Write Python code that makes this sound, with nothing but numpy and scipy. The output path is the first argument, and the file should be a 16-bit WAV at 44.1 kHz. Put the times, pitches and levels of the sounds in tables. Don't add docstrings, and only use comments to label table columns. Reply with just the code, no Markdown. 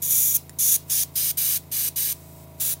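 import sys
import numpy as np
from scipy import signal
from scipy.fft import rfft, irfft
from scipy.io import wavfile
from scipy.ndimage import uniform_filter1d

SR = 44100
rng = np.random.default_rng(int(sys.argv[2]) if len(sys.argv) > 2 else 0)


def to_wav(s):
    ch = np.atleast_2d(s).T
    pcm = np.round(np.clip(ch, -1, 1) * 32767)
    wavfile.write(sys.argv[1], SR, pcm.astype(np.int16))


def magnitude_from_level(level_db):
    exponent = np.asarray(level_db, float) / 20
    return 10 ** exponent


N = 123479


def colour(x, table, shift=1):
    f = np.maximum(np.fft.rfftfreq(len(x), 1 / SR), 1)
    hz, db = np.array(table, float).T
    gain_db = np.interp(np.log(f / shift), np.log(hz), db)
    y = irfft(rfft(x) * magnitude_from_level(gain_db), len(x))
    return y / y.std()


def walk(rate):
    hold = int(SR / rate)
    steps = np.repeat(rng.standard_normal(N // hold + 1), hold)[:N]
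    w = uniform_filter1d(uniform_filter1d(steps, hold), hold)
    return w / w.std()


# time_s, turns_per_s
SHAFT_SPEED = [(0., 27.4), (.45, 27.4), (.6, 27.34), (2.25, 27.34), (2.45, 27.25), (2.8, 27.2)]
# multiple, relative_level_db
SHAFT_HARMONICS = [(2, -18.5), (3, 0), (4, -8.5), (5, -0.5), (6, -1.5), (7, -33), (8, -15), (9, -13),
                   (10, -11.5), (11, -11.5), (12, -30), (13, -10), (14, -35), (15, -19), (16, -13.5),
                   (17, -39), (18, -17), (19, -22.5), (20, -27), (21, -23.5), (22, -13), (23, -37),
                   (24, -8.5), (25, -21.5), (26, -43), (27, -23), (28, -21.5), (29, -23), (30, -43),
                   (32, -23), (33, -37), (34, -33), (35, -15.5), (36, -23), (37, -24.5), (38, -44),
                   (39, -35), (41, -26), (43, -41)]
# highest_multiple, first_knock_turns, gap_turns, second_knock_db, push_or_pull_sign
PART_KNOCKS = [(7, .352, .44, 0, -1), (16, .697, .315, -2, 1), (44, 1.027, .36, -2, 1)]
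RINGING_MULTIPLES = (22, 24, 35)
# time_s, level_change_db
CASING_SWELL = [(0, -2), (.12, -4.5), (.2, -16), (.42, -6), (.5, -2.5), (.9, -1.5), (1.5, -3), (2.1, -1.5),
                (2.4, 3.5), (2.8, 1)]
RING_TURN = 0.25
DRONE_DB, SWAY_DB, SWAY_PER_S = -51, 0.5, 4
WAVER_DB_PER_MULTIPLE, WAVER_PER_S = 0.071, 4.76


def shaft_drone(t, turns):
    drone = np.zeros(N)
    for k, db in SHAFT_HARMONICS:
        first, gap, second_db, sign = next(row[1:] for row in PART_KNOCKS if k <= row[0])
        phase = np.angle(1 + magnitude_from_level(second_db) * np.exp(-2j * np.pi * k * gap))
        if k in RINGING_MULTIPLES:
            change_db = np.interp(t, *np.array(CASING_SWELL).T)
            phase += 2 * np.pi * RING_TURN
        else:
            change_db = WAVER_DB_PER_MULTIPLE * k * walk(WAVER_PER_S)
        drone += sign * magnitude_from_level(db + change_db) * np.cos(2 * np.pi * k * (turns - first) + phase)
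    sway_db = SWAY_DB * walk(SWAY_PER_S)
    return magnitude_from_level(DRONE_DB + sway_db) * np.sqrt(2) * drone


# hz, gain_db
RATTLE_COLOUR = [(25, -19.5), (45, -10), (70, -6), (150, 1.5), (300, -11), (500, -11), (800, -9),
                 (1000, -7.5), (1300, -13.5), (1700, -18), (2300, -18), (3000, -20), (3800, -18.5),
                 (5600, -20.5), (10000, -17.5), (13000, -14), (13800, -11), (14400, -12), (15500, -13),
                 (16000, -31)]
RATTLE_DB, RATTLE_PULSE_DB, RATTLE_TURN = -53.5, -1, 0.23


def rattle(turns):
    pulse = magnitude_from_level(RATTLE_PULSE_DB * np.cos(2 * np.pi * (turns - RATTLE_TURN)))
    return magnitude_from_level(RATTLE_DB) * pulse * colour(rng.standard_normal(N), RATTLE_COLOUR)


# hz, level_db_rms, width_hz
MOTOR_WHINE = [(2057, -74, 90), (2240, -74, 90), (2526, -74, 80), (3790, -74, 60)]


def whine():
    out = np.zeros(N)
    for hz, db, width in MOTOR_WHINE:
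        peak = signal.iirpeak(hz, hz / width, fs=SR)
        band = signal.lfilter(*peak, rng.standard_normal(N))
        out += magnitude_from_level(db) * band / band.std()
    return out


def compressor(t):
    turns = np.cumsum(np.interp(t, *np.array(SHAFT_SPEED).T)) / SR
    return shaft_drone(t, turns) + rattle(turns) + whine()


# start_s, end_s, level_db
THIN_HISS_TIMES = [(0, 0.024, -53), (0.881, 0.907, -42), (1.141, 1.163, -45), (2.146, 2.455, -51.5),
                   (2.583, 2.612, -48.5)]
# hz, gain_db
THIN_HISS_COLOUR = [(3000, -13), (5000, -9), (6900, -8), (7500, -2.5), (9000, -2.5), (9600, -9), (11200, -2.5),
                    (12800, -6), (13500, -4.5), (13900, -1), (14800, -0.5), (15600, 1), (16000, -4)]
THIN_HISS_FADE_S = 0.025


def thin_hiss(t):
    gate = np.zeros(N)
    for start, end, db in THIN_HISS_TIMES:
        inside = np.minimum(t - start, end - t)
        gate += magnitude_from_level(db) * np.clip(inside / THIN_HISS_FADE_S + 0.5, 0, 1)
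    return gate * colour(rng.standard_normal(N), THIN_HISS_COLOUR)


# start_s, length_s, level_db before finger pressure, change_to_end_db, colour_shift_ratio,
# hand_position
AIR_BURSTS = [(0.018, 0.35, -18.5, -1.5, 1.024, "near"), (0.586, 0.177, -22, 2.5, 1.018, "close"),
              (0.896, 0.14, -22, -.5, 1.001, "back"), (1.154, 0.16, -23, -1, 0.994, "turned"),
              (1.37, 0.2059, -23, 0, 1.013, "mid"), (1.714, 0.1741, -24, 0, 0.997, "mid"),
              (1.958, 0.17, -23.5, -0.8, 0.999, "mid"), (2.598, 0.14, -23, -1, 1.046, "far")]
# hz, gain_db
NEAR_COLOUR = [(700, -66), (1200, -39.5), (1800, -27.5), (2350, -19.5), (2650, -25), (3500, -13),
               (4100, -23), (5150, -17.5), (5550, -6), (6200, -4), (6600, 1), (7200, -5.5), (7550, -10),
               (8250, -7), (8900, -3.5), (9200, -2.5), (9600, -1), (10800, -2), (11800, 3), (12400, -5),
               (12800, 4), (13300, 2.5), (13700, -2), (14300, -7), (15000, -0.5), (15700, -4), (16000, -18)]
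CLOSE_COLOUR = [(710, -63), (1200, -35), (1510, -28), (1660, -25.5), (2530, -20), (3180, -17.5),
                (3470, -10.5), (3950, -18), (4500, -16.5), (5130, -12.5), (5650, -5), (6650, 1), (7020, -4),
                (7570, -10.5), (8720, -4), (9510, -1), (11900, -1), (13000, -1.5), (14200, -4.5),
                (15200, -2.5), (16000, -31)]
BACK_COLOUR = [(710, -39), (1200, -32.5), (1610, -23), (1850, -18.5), (2000, -22.5), (2380, -17.5),
               (2760, -17.5), (3320, -11.5), (4450, -13.5), (5300, -5.5), (6580, -2), (7490, -10),
               (8630, -7), (9410, 1.5), (11300, -5.5), (12600, -0.5), (13700, -7), (15200, 0.5),
               (16000, -22.5)]
TURNED_COLOUR = [(710, -59), (1200, -28.5), (1950, -19), (2200, -19), (2400, -15), (2620, -17.5),
                 (3080, -9.5), (3510, -15), (4130, -9), (4450, -14), (5180, -4), (5590, -9), (6370, -6),
                 (7910, -12.5), (9010, -0.5), (10800, -7), (13900, 0), (15500, -1), (16000, -24)]
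MID_COLOUR = [(710, -43), (1200, -26.5), (1310, -27.5), (1700, -19.5), (1890, -19.5), (2510, -16.5),
              (2730, -19.5), (2950, -9.5), (3180, -16), (3790, -13), (4080, -11.5), (4450, -14.5),
              (4910, -9.5), (5530, -12.5), (6300, -6.5), (6870, -10.5), (7820, -12), (8260, -8), (8630, -2),
              (10700, -8), (12300, 1), (14000, -8), (15200, -2.5), (16000, -16)]
FAR_COLOUR = [(530, -50.5), (900, -27), (1190, -30), (1280, -22), (1970, -20), (2300, -19.5), (2540, -17.5),
              (3680, -11.5), (4410, -16), (6890, -5.5), (7860, -12.5), (8250, -4), (10900, -2.5),
              (11700, 0), (12900, -8), (15100, -0.5), (16000, -15.5)]
HAND_COLOURS = dict(near=NEAR_COLOUR, close=CLOSE_COLOUR, back=BACK_COLOUR,
                    turned=TURNED_COLOUR, mid=MID_COLOUR, far=FAR_COLOUR)
# hz, gain_db
BENCH_RUSH = [(150, -15), (400, 2.5), (700, -1), (1000, -4.5), (1300, -1.5), (2500, -8)]
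# hz, gain_db
BARE_JET = [(800, -15), (2000, -15), (3500, -6), (4500, -5), (6000, -5.5), (10000, -5.5), (13000, -5),
            (16000, -0.5)]
# time_s, level_change_db
FINGER_PRESSURE = [(.0, -4.5), (.101, -6.5), (.107, -0.3), (.275, 0.4), (.30, -2), (.335, -5), (.35, 2.5),
                   (.38, 1.5), (1.70, 0.5), (1.716, -1.5), (1.735, -1.5), (1.76, 0), (1.835, -1),
                   (1.845, 1), (1.90, 1), (1.93, 0)]
OPEN_S, SHUT_S = 0.003, 0.002
SETTLE_DB, SETTLE_S = -2, 0.023
SAG_DB, SAG_S = -1, 0.023
RUSH_DB = -30.5
FLUTTER_DB, FLUTTER_PER_S = 0.59, 150
BODY_HZ, BODY_SHARE = 5230, 0.68


def valve(t, start, length, db, change_db):
    since_open = np.maximum(t - start, 0)
    since_shut = np.maximum(t - start - length, 0)
    before_shut = np.minimum(t - start - length, 0)
    gate = (1 - np.exp(-since_open / OPEN_S)) * np.exp(-since_shut / SHUT_S)
    drift_db = change_db * np.clip((t - start) / length, 0, 1)
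    settle_db = SETTLE_DB * np.exp(-since_open / SETTLE_S)
    sag_db = SAG_DB * np.exp(before_shut / SAG_S)
    return gate * magnitude_from_level(db + drift_db + settle_db + sag_db)


def airbrush(t):
    near, flow = np.zeros(N), np.zeros(N)
    for start, length, db, change_db, shift, hand in AIR_BURSTS:
        gate = valve(t, start, length, db, change_db)
        near += gate * colour(rng.standard_normal(N), HAND_COLOURS[hand], shift)
        flow += gate
    near += magnitude_from_level(RUSH_DB) * flow * colour(rng.standard_normal(N), BENCH_RUSH)
    finger_db = np.interp(t, *np.array(FINGER_PRESSURE).T)
    press = magnitude_from_level(finger_db + FLUTTER_DB * walk(FLUTTER_PER_S))
    body = irfft(rfft(near) * (np.fft.rfftfreq(N, 1 / SR) < BODY_HZ), N)
    near += body * (magnitude_from_level((BODY_SHARE - 1) * finger_db) - 1)
    bare = flow * press * colour(rng.standard_normal(N), BARE_JET)
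    return near * press, bare


# start_s, level_db
TRIGGER_TICKS = [(0.495, -27)]
# delay_s, relative_level_db
TICK_CONTACTS = [(-.0003, -12), (0., -2), (.00057, -3), (.0052, -20)]
# hz, relative_level_db, t60_s
METAL_MODES = [(1930, -12.5, 0.012), (3334, -24, 0.005), (4670, -15, 0.009), (5480, -14, 0.012),
               (7600, -7, 0.007), (9020, -2.5, 0.0045), (10410, -6, 0.006), (12800, -12, 0.0042),
               (15400, -7, 0.0064)]
CRACK_DB, CRACK_T60_S = -4, 0.0015


def trigger(t):
    out = np.zeros(N)
    for start, db in TRIGGER_TICKS:
        for delay, contact_db in TICK_CONTACTS:
            u = np.maximum(t - start - delay, 0)
            hit_db = db + contact_db
            crack = magnitude_from_level(hit_db + CRACK_DB - 60 * u / CRACK_T60_S) * rng.standard_normal(N)
            out += (u > 0) * crack
            for hz, mode_db, t60 in METAL_MODES:
                out += magnitude_from_level(hit_db + mode_db - 60 * u / t60) * np.sin(2 * np.pi * hz * u)
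    return out


BENCH_DB, BENCH_T60_S = -10, 0.075
ROOM_DB, ROOM_T60_S = -17, 0.27


def reverberate(x, db, t60, t):
    h = rng.standard_normal(N) * magnitude_from_level(-60 * t / t60)
    h = h / np.sqrt(np.sum(h ** 2))
    return magnitude_from_level(db) * signal.fftconvolve(x, h)[:N]


def room(near, far, t):
    bench = reverberate(near, BENCH_DB, BENCH_T60_S, t)
    walls = reverberate(far, ROOM_DB, ROOM_T60_S, t)
    return bench + walls


def scene():
    t = np.arange(N) / SR
    drone, hiss = compressor(t), thin_hiss(t)
    near, bare = airbrush(t)
    tick = trigger(t)
    mono = near + tick + hiss + room(near + tick, bare, t) + drone
    return np.array([mono, mono])


def roll_off(x):
    return signal.sosfilt(signal.butter(12, 16830, fs=SR, output="sos"), x)


def record(dry):
    top_cut = signal.ellip(14, 0.3, 70, 15800, fs=SR, output="sos")
    mix = signal.sosfilt(top_cut, dry)
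    return roll_off(mix)


dry = scene()
out = record(dry)
to_wav(out)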